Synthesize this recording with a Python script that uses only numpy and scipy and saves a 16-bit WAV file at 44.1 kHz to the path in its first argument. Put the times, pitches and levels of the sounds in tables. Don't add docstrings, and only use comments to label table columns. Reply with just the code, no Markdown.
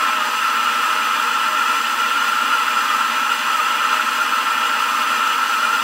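import sys
import numpy as np
from scipy import signal
from scipy.fft import rfft, irfft, next_fast_len
from scipy.io import wavfile
from scipy.ndimage import uniform_filter1d, map_coordinates

SR = 44100
rng = np.random.default_rng(int(sys.argv[2]) if len(sys.argv) > 2 else 0)


def bounce(signal):
    frames = np.transpose(np.atleast_2d(signal))
    limited = np.clip(frames, -1, 1)
    pcm = np.round(limited * 32767).astype(np.int16)
    wavfile.write(sys.argv[1], SR, pcm)


N = 257103
TIME = np.arange(N) / SR


def amp(db):
    return 10 ** (np.asarray(db) / 20)


def unit(x):
    return x / np.sqrt(np.mean(np.abs(x) ** 2) + 1e-20)


def wobble(rate):
    knots = rng.standard_normal(int(N * rate / SR) + 4)
    return unit(map_coordinates(knots, [TIME * rate]))


def filtered(x, response):
    size = next_fast_len(N + SR // 2)
    hz = np.fft.rfftfreq(size, 1 / SR)
    return irfft(rfft(x, size) * response(hz), size)[:N]


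def rush(spectrum):
    hz, db = np.transpose(spectrum)
    white = rng.standard_normal(N) * np.sqrt(SR / 2)
    return filtered(white, lambda f: amp(np.interp(np.log(f + 1), np.log(hz), db)))


def scatter(x, t60, wet, above_hz):
    t = TIME[:SR // 2]
    decay = amp(-60 * t / t60)
    build_up = 1 - np.exp(-t / 0.00075)
    tail = rng.standard_normal(len(t)) * decay * build_up
    tail /= np.linalg.norm(tail)

    def share(f):
        return np.clip(wet, 0, .9) * f ** 4 / (f ** 4 + above_hz ** 4)

    direct = filtered(x, lambda f: np.sqrt(1 - share(f)))
    reflected = signal.fftconvolve(x, tail)[:N]
    return direct + filtered(reflected, lambda f: np.sqrt(share(f)))


# (delay [ms], share of the pressure [ratio])
ECHOES = [(1.196, 0.073), (1.415, 0.11), (1.857, 0.043), (2.034, 0.15), (3.346, 0.11), (3.388, 0.071),
          (3.819, 0.014), (4.603, 0.15), (6.539, 0.12), (8.389, 0.082), (9.591, 0.038)]
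# (centre [Hz], width [Hz], level [dB])
STANDING = [(138, 21, 5.5), (412, 21.6, -14), (477.4, 31, 9), (617.5, 19.5, 9), (644, 14, -10),
            (933, 10.4, -7), (1044, 11, 9), (1155, 14, -17), (1221, 12.3, 10), (1224, 15, -2),
            (1350, 34, 3.5), (1369, 24, -6), (1400, 28, 4.5), (1515, 79, -9), (1725, 27, -15),
            (1913, 27, -16), (2176, 27, 12), (2210, 90, 0), (2418, 134, 6.5), (2623, 18, -9),
            (2687, 170, 3), (3040, 60, -22), (3576, 28, -17), (3675, 39, 6.5), (3890, 82, -16),
            (4720, 42, 0.5), (4800, 150, -0.5), (6144, 210, 10), (6520, 150, -13), (7590, 37, 2),
            (8590, 380, -6), (11080, 53, 4), (14350, 300, 6)]


def floor_bay(x, dull_hz):
    def response(f):
        echoes = sum(share * np.exp(-2j * np.pi * f * ms * 1e-3) for ms, share in ECHOES)
        dulling = 1 / np.sqrt(1 + (f / dull_hz) ** 2)
        standing_db = sum(db / (1 + (2 * (f - hz) / width) ** 2) for hz, width, db in STANDING)
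        return (1 + echoes * dulling) * amp(standing_db)
    return filtered(x, response)


# (frequency [Hz], density [dB per Hz])
HISS = [(1000, -110), (3000, -73), (3900, -67), (4900, -68), (6200, -76), (7400, -71), (9300, -74),
        (9650, -81), (15600, -80)]


def gas_jet(surge, surge_db, flicker_db):
    return rush(HISS) * amp(surge_db * surge + flicker_db * wobble(30))


# (frequency [Hz], density [dB per Hz])
ROAR = [(25, -116), (100, -98), (190, -77), (235, -60), (300, -63.5), (400, -70.5), (730, -69), (860, -56),
        (1500, -51.5), (1830, -52.5), (2200, -69), (2830, -53), (3900, -71.5), (7000, -100)]


def flame_roar(heat, split_hz, tilt_db, flicker_db):
    roar = rush(ROAR)
    low = filtered(roar, lambda f: 1 / (1 + (f / split_hz) ** 8))
    high = roar - low
    deep = low * amp(-tilt_db * heat + flicker_db * wobble(25))
    bright = high * amp(.4 * tilt_db * heat + flicker_db * wobble(25.07))
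    return deep + bright


# (time [s], pitch [Hz])
DRIFT = [(0, 1310), (.6, 1336), (1.15, 1321), (2.15, 1356), (2.85, 1326), (3.6, 1326), (4.55, 1337),
         (5.2, 1325), (5.8, 1349)]
# (time at the deepest [s], length [s], pitch drop [Hz], level drop [dB])
GUTTERS = [(0.271, .14, 69, 4.5), (0.844, 0.046, 42, -1), (3.425, 0.072, 12.5, 8), (3.595, .07, 53, -1.5),
           (3.78, 0.052, 29.35, 4), (4.042, .04, 21.5, 6), (4.269, 0.0816, 63.7, 4.5),
           (4.438, 0.048, 44, 11), (4.778, 0.043, 60, -1.5), (5.04, 0.047, 45, 3)]
NOTE_DB = -20
FLUTTER_PER_S, FLUTTER_HZ, FLUTTER_DB = 42, 13.6, 0.62
RECOVER_S = 0.097


def flame_state():
    eddies = wobble(FLUTTER_PER_S)
    slow_surges = uniform_filter1d(eddies, int(RECOVER_S * SR))
    flutter = unit(eddies - slow_surges)
    note_hz = np.interp(TIME, *np.transpose(DRIFT)) + FLUTTER_HZ * flutter
    note_db = NOTE_DB + FLUTTER_DB * flutter
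    for deepest_s, length_s, drop_hz, drop_db in GUTTERS:
        sag = np.exp(-(2 * (TIME - deepest_s) / length_s) ** 2)
        note_hz = note_hz - drop_hz * sag
        note_db = note_db - drop_db * sag
    return note_hz, note_db


def burner_note(note_hz, note_db, jitter_hz, falter_db, shake_db, overtone_db):
    jostle = .35 * wobble(90) + .9 * wobble(320)
    phase = 2 * np.pi * np.cumsum(note_hz + jitter_hz * jostle) / SR
    falter = np.maximum(wobble(105), 0) ** 1.5
    strength = amp(shake_db * wobble(220) - falter_db * falter)
    overtone = amp(overtone_db) * np.sin(2.08 * phase + wobble(300))
    return amp(note_db) * unit(strength * (np.sin(phase) + overtone))


def scene():
    note_hz, note_db = flame_state()
    heat = unit(note_hz - note_hz.mean())
    surge = unit(note_db - note_db.mean())
    hiss = gas_jet(surge, surge_db=0.07, flicker_db=0.48)
    roar = flame_roar(heat, split_hz=1900, tilt_db=0.32, flicker_db=.5)
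    note = burner_note(note_hz, note_db, jitter_hz=34, falter_db=5, shake_db=2.07, overtone_db=-15)
    bay = floor_bay(hiss + roar + note, dull_hz=7060)
    near = scatter(bay, t60=0.045, wet=0.14, above_hz=4000)
    return scatter(near, t60=0.12, wet=0.19, above_hz=2550)[None]


TOP_HZ = 15780


def record(dry):
    return filtered(dry[0], lambda f: f < TOP_HZ)[None]


dry = scene()
out = record(dry)
bounce(out)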